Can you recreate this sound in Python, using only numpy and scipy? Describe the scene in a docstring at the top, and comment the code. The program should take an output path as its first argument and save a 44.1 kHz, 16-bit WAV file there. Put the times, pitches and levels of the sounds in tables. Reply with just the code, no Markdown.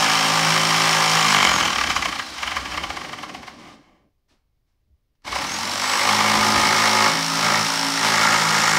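"""An electric jigsaw cuts a fibreglass board in a workshop, about 54 strokes a second. The teeth rattle
the board, the shoe (the saw's base plate) slaps it and its underside thrums, while the gears whine, the
fan hisses and the bench shudders. At 1.25 s the trigger is let go: the saw coasts, its blade knocking in
the slot, until it sticks at 3.7 s. The pause holds a faint scuff and the click of the trigger.
At 5.23 s the saw starts again, knocks a few times as it speeds up, and cuts on to the end."""
import sys
import numpy as np
from scipy import signal
from scipy.fft import rfft, irfft, next_fast_len
from scipy.io import wavfile
from scipy.ndimage import uniform_filter1d

SR = 44100
rng = np.random.default_rng(int(sys.argv[2]) if len(sys.argv) > 2 else 0)


def digitize_waveform(pressure):
    """Quantize a signal to 16-bit integers and store it at the path in sys.argv[1].

    Rows of a 2-D input are taken as channels; values are limited to [-1, 1].
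    """
    field = np.atleast_2d(pressure).T
    bounded = np.clip(field, -1, 1)
    quanta = np.round(bounded * 32767).astype(np.int16)
    wavfile.write(sys.argv[1], SR, quanta)


N = 387198
TIME = np.arange(N) / SR
OFF_S, ON_S = 1.249, 5.23   # trigger let go, pressed again
FULL_SPEED = 54   # strokes a second; one stroke is one turn of the crank
BITE_AT = .76   # the teeth bite hardest about this many turns after the shoe slaps

# Speed under power, higher when the saw is pushed less. Each row: time in seconds, strokes a second.
POWERED_SPEED = [(0, 54.13), (1.25, 53.98), (6.6, 53.89), (7.05, 53.97), (7.35, 54.78), (7.65, 54.69),
                 (7.95, 55.15), (8.35, 54.4), (8.78, 54.18)]
def crank():
    """Speed and turns of the crank that drives the blade: powered, coasting, then speeding up again."""
    held = in_time(POWERED_SPEED)[0]
    friction, fan_drag = 10.36, .01109   # speed lost each second = friction + fan_drag * speed ** 2
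    jam_s, jam_fade_s = 3.72, .17   # the slow blade sticks in the slot
    balance = np.sqrt(friction / fan_drag)   # speed at which both losses are equal
    left = np.arctan(held[int(OFF_S * SR)] / balance) - np.sqrt(friction * fan_drag) * (TIME - OFF_S)
    coasting = balance * np.tan(np.clip(left, 0, 1.5)) * np.exp(-np.maximum(TIME - jam_s, 0) / jam_fade_s)
    since = np.maximum(TIME - ON_S, 0)
    kick_share, kick_s, climb_s = .275, .02421, .2487   # a quick kick, then a slower climb
    climbing = held * (1 - kick_share * np.exp(-since / kick_s) - (1 - kick_share) * np.exp(-since / climb_s))
    speed = np.select([TIME < OFF_S, TIME < ON_S], [held, coasting], climbing)
    turns = np.cumsum(speed) / SR
    to_rest_angle = (.64 - turns[int(ON_S * SR)]) % 1   # the restart begins .64 of the way round
    return speed, turns + (TIME >= ON_S) * to_rest_angle


def teeth(stroke, speed):
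    """Force of the cut: the same teeth meet the board every stroke, slowly wearing, plus fresh chips."""
    size, wear = 816, TIME / .35   # points in a stroke's pattern; it blends into a new one every .35 s
    patterns = rng.standard_normal((int(wear[-1]) + 2, size)) * from_db(7.5 * rng.standard_normal((1, size)))
    row, place, blend = wear.astype(int), (stroke % 1 * size).astype(int), wear % 1 * np.pi / 2
    repeating = rms_one(np.cos(blend) * patterns[row, place] + np.sin(blend) * patterns[row + 1, place])
    chips = rms_one(noise() * from_db(4 * noise()))
    strengths = from_db(.99 * rng.standard_normal(int(stroke[-1]) + 3))
    per_stroke = strengths[(stroke + 1.5 - BITE_AT).astype(int)]
    cutting = np.clip(speed / FULL_SPEED, 0, 1) ** 3.6   # a coasting blade only rubs
    rub = .5 - .1 * cutting * (TIME > ON_S)   # the second cut rubs less and bites harder
    bite = np.where(TIME > ON_S, 2.2, 1.2) * stroke_pulse(stroke, BITE_AT - .03, 10)
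    light_bite = .1 * stroke_pulse(stroke, BITE_AT + .4, 5)
    return (rub + cutting * per_stroke * (bite + light_bite)) * (.51 * cutting * repeating + .99 * chips)


# The pitches at which the board rings. Each row: pitch in Hz, width in Hz (wider dies away sooner),
# then its level in dB at each of the three times in BLADE_PLACES_S.
BOARD_RINGS = [(565, 62, -8.5, -2.5, 0.5), (731, 50, -8.5, 7, -37), (883, 140, -13, 1, 2.5),
               (1016, 63, -1, 6, 5), (1178, 70, 1, 0, 6), (1395, 46, 0.5, -9.5, 15),
               (1655, 98, -5.5, -24, 7), (1880, 53, 0.5, -1.5, 11), (2028, 150, -3.5, -9.5, 5),
               (2221, 91, 1.5, 3, 8), (2340, 44, 0.5, -19.5, -23), (3140, 215, 1.5, -5, -4),
               (4060, 790, -23, -45, -24), (6950, 810, -14, -40.5, -2.5)]
BLADE_PLACES_S = [2.1, 4.5, 8.88]   # times in seconds when the blade reaches three places along the cut
# The tone of the teeth's broad rasp. 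Each row: pitch in Hz, level in dB.
RASP_TONE = [(180, -50.5), (300, -30.5), (541, -16), (647, -14.5), (775, -2.5), (1820, -7), (3120, -6),
             (5530, -13.5), (15000, -30.5)]
def board(force, rasp_db):
    """A force makes the board rasp and ring; the mix of rings changes as the blade moves along."""
    sound = from_db(rasp_db) * colour(force, RASP_TONE)
    for k, (hz, width_hz, *db) in enumerate(BOARD_RINGS):
        gain = from_db(np.interp(TIME, BLADE_PLACES_S, db))
        sound += (-1) ** k * gain * resonance(force, hz, width_hz)
    return sound


# The pitches at which the shoe rings. Each row: pitch in Hz, width in Hz, level in dB.
SHOE_RINGS = [(1150, 300, 0), (2300, 800, -9), (5300, 900, -11), (7100, 500, -11), (11000, 900, -20)]
def shoe_slaps(stroke, slap_db):
    """Once a stroke the shoe hits the board: a push, a quick rebound, a short ring and a rattle."""
    at = np.flatnonzero(np.diff(np.floor(stroke)) > 0)
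    hits = np.zeros(N)
    hits[at] = from_db(slap_db[at] + 1.6 * rng.standard_normal(len(at)))
    t = np.arange(int(.006 * SR)) / SR
    push = np.exp(-((t - .0002) / .00007) ** 2)
    rebound = .5 * np.exp(-((t - .0011) / .00009) ** 2)
    ring = sum(from_db(db) * np.exp(-np.pi * width_hz * t) * np.cos(2 * np.pi * hz * (t - .0002))
               for hz, width_hz, db in SHOE_RINGS) * (t > .0001)
    slap = keep_band(.4 * (push + rebound) + .55 * ring, "high", 350)
    rattle = np.convolve(hits, np.exp(-t / .0024))[:N] * noise()
    return 1.25 * np.convolve(hits, slap / slap.max())[:N] + from_db(6) * board(rattle, rasp_db=-7)


# Knocks as the saw slows down or picks up. Each row: time in seconds, relative level in dB.
BLADE_KNOCKS = [(1.581, -13), (1.603, -9), (1.63, -22), (1.655, -6.5), (1.679, -11), (1.704, -11),
                (1.73, -10), (1.759, -9), (1.785, -7), (1.812, -7), (1.839, -9), (1.873, -10), (1.902, -6),
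                (1.914, -14), (1.964, -5.5), (1.977, -17.5), (2.024, -9.5), (2.056, -7.5), (2.09, -16.5),
                (2.126, -15.5), (2.159, -17.5), (2.195, -11.5), (2.386, -21.5), (2.411, -27), (2.43, -11.5),
                (2.476, -11.5), (2.518, -14), (2.567, -10.5), (2.657, -18), (2.719, -18), (2.743, -17.5),
                (2.776, -12.5), (2.837, -14), (2.902, -14.5), (2.969, -16), (3.014, -21.5), (3.046, -21.5),
                (3.092, -23.5), (3.131, -18.5), (3.186, -22), (3.232, -19.5), (3.294, -23.5),
                (3.347, -21.5), (3.43, -28), (3.477, -24.5), (5.275, -19.5), (5.326, -14), (5.359, -10),
                (5.388, -17), (5.419, -15.5), (5.446, -17)]
def blade_knocks(speed):
    """The blade knocks on the board and its teeth scrape the slot; a slow blade is duller and longer."""
    rows = [(s, db, (FULL_SPEED / speed[int(s * SR)]) ** .31) for s, db in BLADE_KNOCKS]
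    force = bursts([(s - .003, db, .0041 * stretch ** .5, .027 * stretch) for s, db, stretch in rows])
    scrape = bursts([(s - .013, db - 15.5, .013, .089 * stretch) for s, db, stretch in rows])
    hard, soft = (keep_band(force, "low", hz, order=1) for hz in (7000, 4000))
    hardness = np.clip(speed / 51, 0, 1)
    knock = board(hardness * hard + 1.29 * (1 - hardness) * soft, rasp_db=-3)
    return from_db(13.5) * (knock + from_db(1.5) * colour(scrape, HISS_TONE))


# The thrum for each way the board is held. Each row: start in seconds, then the levels in dB
# of the tones at 2, 3, 4 and 5 times the stroke rate.
THRUM_HOLDS = [(0, -47.5, -35.5, -37, -35.5), (.3, -47, -30.5, -41.5, -40.5),
               (1.25, -48, -34.5, -31.5, -35.5), (1.4, -49, -45, -36.5, -40.5), (1.7, -90, -90, -93, -90),
               (5.45, -50, -58, -48, -43), (6.09, -37.5, -42, -30.5, -44), (6.55, -39.5, -42, -35, -45),
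               (6.86, -39, -52, -30.5, -43), (7.09, -61, -34.5, -43, -34.5), (7.41, -41, -35, -35, -57),
               (7.66, -54, -41, -48, -34.5), (8.03, -43, -35.5, -35.5, -47), (8.4, -45, -34.5, -36.5, -52)]
def board_thrum(turns):
    """The board's underside gives off low tones, whose levels glide from one hold to the next."""
    starts, *levels_db = np.transpose(THRUM_HOLDS)
    hold = np.searchsorted(starts, TIME, "right") - 1
    regrip_s = .08
    gains = [uniform_filter1d(from_db(db)[hold], int(regrip_s * SR)) for db in levels_db]
    return crank_tones(turns, np.arange(2, 6), 20 * np.log10(np.abs(gains) + 1e-9), waver_db=1.5)


# Tones at 6 to 24 times the stroke rate. Each row: relative level in dB in the first cut, in the second.
BUZZ_TONES = [(-14, -22), (-9, -8.5), (-23, -26), (-15.5, -11.5), (-7.5, -14), (-9, -7), (-20, -39),
              (-16.5, -9), (0, -4), (-5, -13.5), (-8.5, 1.5), (-5.5, -7), (-12, -4.5), (-5, -8), (-15, -32),
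              (-9, -6.5), (-1, -13), (-7, 3), (-14.5, -26)]
def cutting_buzz(turns, speed):
    """Whatever repeats exactly from stroke to stroke makes a clean buzz, only near full speed."""
    levels_db = [np.where(TIME > ON_S, second, first) for first, second in BUZZ_TONES]
    tones = crank_tones(turns, np.arange(6, 25), levels_db, waver_db=2.2)
    return np.clip(speed / FULL_SPEED, 0, 1) ** 12 * tones


# The hiss of fan, brushes and gears; it also shapes the scrapes and the small sounds in the pause.
# Each row: pitch in Hz, level in dB.
HISS_TONE = [(180, -48), (300, -23), (517, -13.5), (907, -2.5), (985, -3), (2140, -6.5), (2440, -7.5),
             (5570, -8), (6680, -16), (8700, -19), (15500, -32.5)]
def motor_hiss(stroke, speed, board_db):
    """Fan and brushes hiss, louder with speed and hard cutting; the highs fade first as they slow."""
    hiss = colour(noise() * (.8 + .29 * stroke_pulse(stroke, BITE_AT + .05, 3.3)), HISS_TONE)
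    highs, lows = keep_band(hiss, "high", 8000), keep_band(hiss, "low", 8000)
    brightness = np.clip(speed / FULL_SPEED, 0, 1) ** .69
    level_db = -22.5 + .31 * (board_db - board_db[0]) + .72 * drift(12)
    return from_db(level_db) * (speed / FULL_SPEED) ** 1.17 * rms_one(lows - brightness * highs)


# Whine at 1, 2 and 3 times the rate at which the gear teeth meet.
# Each row: relative level in dB in the first cut, while coasting, in the second cut.
WHINE_TONES = [(-31, -40, -34), (-40, -54, -44), (-39, -37, -41)]
# The housing lets some pitches out more than others. Each row: pitch in Hz, boost or cut in dB.
HOUSING_TONE = [(1000, -50), (2750, -18), (3600, -20), (4150, -6), (4600, -13), (5250, -1), (5500, 0),
                (5850, -5), (6250, 4), (6600, 5), (6900, -5), (7350, -5), (7850, 3), (8250, -6)]
GEAR_TEETH, HOUSING_HZ, HOUSING_WIDTH_HZ = 51, 5404, 272
def gearbox(turns, stroke, speed):
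    """The gears whine, swelling once a stroke; slack in the crank taps the housing and makes it ring."""
    hz, housing_db = np.transpose(HOUSING_TONE)
    multiples = GEAR_TEETH * np.arange(1, 4)
    whine_db = [np.select([TIME < OFF_S, TIME < ON_S], db[:2], db[2])
                + np.interp(k * speed, [0, *hz], [-99, *housing_db])
                for k, db in zip(multiples, WHINE_TONES)]
    swell = .8 + .5 * stroke_pulse(stroke, BITE_AT, 2.5)
    whine = swell * crank_tones(turns, multiples, whine_db, waver_db=1.6)
    tap = rms_one(np.diff(np.floor(stroke - BITE_AT), prepend=0))
    rattle = rms_one(noise() * stroke_pulse(stroke, BITE_AT + .044, 1.9))
    ring = evened(resonance(.68 * tap + .43 * rattle, HOUSING_HZ, HOUSING_WIDTH_HZ))
    return whine + from_db(-31.5) * (speed / FULL_SPEED) ** 3.5 * ring


# The tone of the bench's shudder. Each row: pitch in Hz, level in dB.
SHUDDER_TONE = [(53, -33), (90, -8.5), (119, -5.5), (308, 1), (397, -8), (492, -10), (600, -4), (780, -31),
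                (1320, -120)]
# Jolts to the bench. Each row: time of the peak in seconds, relative shudder level in dB,
# thud level in dB, half length in seconds.
BENCH_JOLTS = [(0.906, -45, -54, 0.036), (1.52, -36, -41, 0.11), (1.927, -47, -40.5, 0.18),
               (2.62, -42, -42, 0.23), (2.87, -55, -46, 0.11), (3.388, -57, -56, .04),
               (4.336, -60.5, -78.5, .04), (4.911, -74, -57.5, 0.052), (5.338, -50.5, -42.5, 0.066),
               (6.39, -27, -42, 0.025), (6.604, -27, -36, 0.046), (7.52, -45, -57, .05),
               (8.314, -40, -51, .04), (8.468, -44, -53, .04), (8.59, -37, -57, .04)]
def bench(shudder_db):
    """The bench shudders dully and thuds at its lowest pitch; both swell at each jolt."""
    shudder_gain, thud_gain = from_db(shudder_db), from_db(shudder_db - 25)
    for s, jolt_db, thud_db, half_s in BENCH_JOLTS:
        swell = np.exp(-((TIME - s) / half_s) ** 2)
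        shudder_gain += from_db(jolt_db) * swell
        thud_gain += from_db(thud_db) * swell
    shudder = from_db(1.3 * drift(10) - 6.5) * rms_one(colour(noise(), SHUDDER_TONE, size=16384))
    thud = evened(resonance(resonance(noise(), hz=66, width_hz=24), hz=66, width_hz=24))
    return shudder_gain * shudder + thud_gain * thud


# Small sounds in the pause. Each row: start in seconds, relative level in dB, rise in seconds,
# seconds to fade by 60 dB.
PAUSE_SOUNDS = [(4.28, -62, 0.046, 0.26), (4.66, -82, 0.038, 0.4), (5.15, -82, 0.0032, 0.07),
                (5.219, -70.5, 0.0018, 0.036)]
def scuff_and_trigger():
    """A faint scuff and the trigger's clicks, each a short puff of noise."""
    return from_db(20.5) * colour(bursts(PAUSE_SOUNDS), HISS_TONE)


def room_echo(x, fade_s=.4, wall_cut_hz=2500):
    """Eight echoes bounce between the walls, quieter and duller on every round."""
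    size = next_fast_len(N + SR)
    delay = np.exp(-2j * np.pi * np.arange(size // 2 + 1) / size)   # a delay of one sample
    dull, echoes = np.exp(-2 * np.pi * wall_cut_hz / SR), 0
    for k, lag in enumerate((rng.uniform(.015, .04, 8) * SR).astype(int)):
        loop = from_db(-60 * lag / SR / fade_s) * (1 - dull) / (1 - dull * delay) * delay ** lag
        echoes = echoes + (-1) ** k * loop / (1 - loop)
    return irfft(rfft(x, size) * echoes, size)[:N]


# The tone of the quiet workshop. Each row: pitch in Hz, level in dB.
BACKGROUND_TONE = [(12, -29), (20, -1), (49, -5), (116, -13), (180, -23), (649, -32.5), (725, -40.5),
                   (4950, -41.5), (7730, -50), (15500, -46)]
def background():
    """A faint, steady low rumble lies under everything."""
    return from_db(-68.5) * rms_one(colour(noise(), BACKGROUND_TONE, size=16384))


def noise():
    """Fresh white noise for the whole scene."""
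    return rng.standard_normal(N)


def from_db(db):
    """Turn decibels into a number to multiply by."""
    return 10 ** (np.asarray(db) / 20)


def rms_one(x):
    """Scale a signal so its average strength (rms) is 1."""
    return x / np.sqrt(np.mean(x ** 2) + 1e-20)


def evened(x, size=4410):
    """Even out slow changes in loudness."""
    power = uniform_filter1d(uniform_filter1d(x ** 2, size), size)
    return x / np.sqrt(np.maximum(power, 0) + 1e-12)


def in_time(rows):
    """Join a table's timed rows with straight lines, giving one curve a column."""
    s, *columns = np.transpose(rows)
    return [np.interp(TIME, s, c) for c in columns]


def drift(rate_hz):
    """A slow random wander, about 1 in size."""
    r = np.exp(-80 * np.pi * rate_hz / SR)
    slow = signal.lfilter([1], [1, -2 * r, r * r], rng.standard_normal(N // 40 + 2002))[2000:]
    return np.interp(np.arange(N) / 40, np.arange(len(slow)), rms_one(slow))


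def colour(x, tone, size=4096):
    """Shape a sound with a tone table, so that nothing rings before its cause (minimum phase)."""
    hz, db = np.transpose(tone)
    grid = np.maximum(np.arange(size // 2 + 1) * SR / size, 1)
    cepstrum = irfft(np.interp(np.log(grid), np.log(hz), db) * np.log(10) / 20)
    cepstrum[1:size // 2] *= 2
    cepstrum[size // 2 + 1:] = 0
    return signal.oaconvolve(x, irfft(np.exp(rfft(cepstrum))))[:N]


def keep_band(x, side, hz, order=2):
    """Keep the "low" or the "high" side of a pitch."""
    return signal.sosfilt(signal.butter(order, hz, side, fs=SR, output="sos"), x)


def resonance(x, hz, width_hz):
    """Let a sound ring at one pitch."""
    r = np.exp(-np.pi * width_hz / SR)
    gain = (1 - r * r) / 2
    return signal.lfilter([gain, 0, -gain], [1, -2 * r * np.cos(2 * np.pi * hz / SR), r * r], x)


def stroke_pulse(turns, at, sharpness):
    """A smooth bump once a stroke, `at` turns into it."""
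    return np.exp(sharpness * (np.cos(2 * np.pi * (turns - at)) - 1))


def bursts(rows):
    """Puffs of noise that swell and die away."""
    envelope = np.zeros(N)
    for s, db, rise_s, fade_s in rows:
        t, start = np.arange(int(fade_s * SR)) / SR, int(s * SR)
        envelope[start:start + len(t)] += from_db(db - 60 * t / fade_s) * np.minimum(t / rise_s, 1)
    return envelope * noise() + 1e-18


def crank_tones(turns, multiples, levels_db, waver_db):
    """Pure tones at multiples of the stroke rate, each wavering in level."""
    return sum(np.sqrt(2) * from_db(db + waver_db * drift(9))
               * np.sin(2 * np.pi * (k * turns + rng.random())) for k, db in zip(multiples, levels_db))


# Where in the crank's turn the shoe slaps. Each row: time in seconds, angle in turns.
SLAP_ANGLE = [(0, .62), (.5, .52), (.75, .52), (1.3, .6), (1.65, .55), (5.85, .4), (6.15, .51), (7.2, .54),
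              (8.1, .535), (8.78, .64)]
# How hard the saw works. Each row: time in seconds, then relative levels in dB of the board under
# the blade, the shoe's slap and the bench's shudder.
EFFORT = [(0, -18.5, -8.5, -37), (.33, -19, -9.5, -35), (1.15, -18.5, -8.5, -43), (1.43, -17.5, -1, -31.5),
          (1.64, -22.5, -8, -30), (1.75, -30, -41, -31.5), (2.0, -31, -57.5, -33), (2.21, -38, -58, -36),
          (2.34, -37.5, -60, -40), (2.44, -31, -78, -43), (2.62, -30.5, -60, -43), (2.82, -33, -60, -38),
          (3.14, -40, -60, -33), (3.4, -43, -60, -38), (3.59, -47.5, -60, -40), (3.7, -39.5, -60, -39),
          (3.77, -56, -62.5, -47.5), (3.97, -59, -57.5, -56.5), (4.07, -73.5, -59.5, -55.5),
          (4.16, -85, -60, -86), (5.238, -86, -58, -89), (5.25, -35, -62, -40), (5.28, -31.5, -60, -37),
          (5.45, -30, -60, -34), (5.7, -27.5, -37, -33), (5.85, -26, -9, -43.5), (5.93, -20.5, -19, -37),
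          (6.07, -19, -8.5, -37), (6.2, -19.5, -6, -34), (6.4, -19, -9.5, -27), (6.7, -19, -10.5, -28),
          (6.93, -17.5, -10, -40), (7.05, -17, -8.5, -38), (7.14, -24, -17, -29.5),
          (7.28, -30.5, -27.5, -39), (7.38, -23.5, -24, -36), (7.44, -21, -14, -32),
          (7.54, -20.5, -8.5, -30.5), (7.68, -26.5, -28, -37.5), (7.98, -27, -18, -41),
          (8.05, -18, -14.5, -33), (8.3, -20.5, -7, -32), (8.5, -22, -13.5, -33), (8.6, -20.5, -9, -34.5),
          (8.78, -23, -8, -28)]
def scene():
    """The crank sets the pace for the saw and board; the bench and the workshop sound behind them."""
    speed, turns = crank()
    stroke = turns - in_time(SLAP_ANGLE)[0] + 1   # turns counted from slap to slap
    board_db, slap_db, shudder_db = in_time(EFFORT)
    saw = from_db(board_db - 4.5 + drift(9.9)) * evened(board(teeth(stroke, speed), rasp_db=-3.5))
    saw += blade_knocks(speed) + motor_hiss(stroke, speed, board_db) + gearbox(turns, stroke, speed)
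    saw += shoe_slaps(stroke, slap_db) + scuff_and_trigger()
    hum = board_thrum(turns) + from_db(board_db - 13.5) * cutting_buzz(turns, speed)
    return (saw + hum + background() + from_db(-14) * room_echo(saw) + bench(shudder_db))[None]


def record(dry):
    """Round off the loudest peaks and cut the highs above 15700 Hz."""
    high_cut = signal.ellip(12, .5, 60, 15700, fs=SR, output="sos")
    return signal.sosfilt(high_cut, 1.5 * np.tanh(dry / 1.5))


dry = scene()
out = record(dry)
digitize_waveform(out)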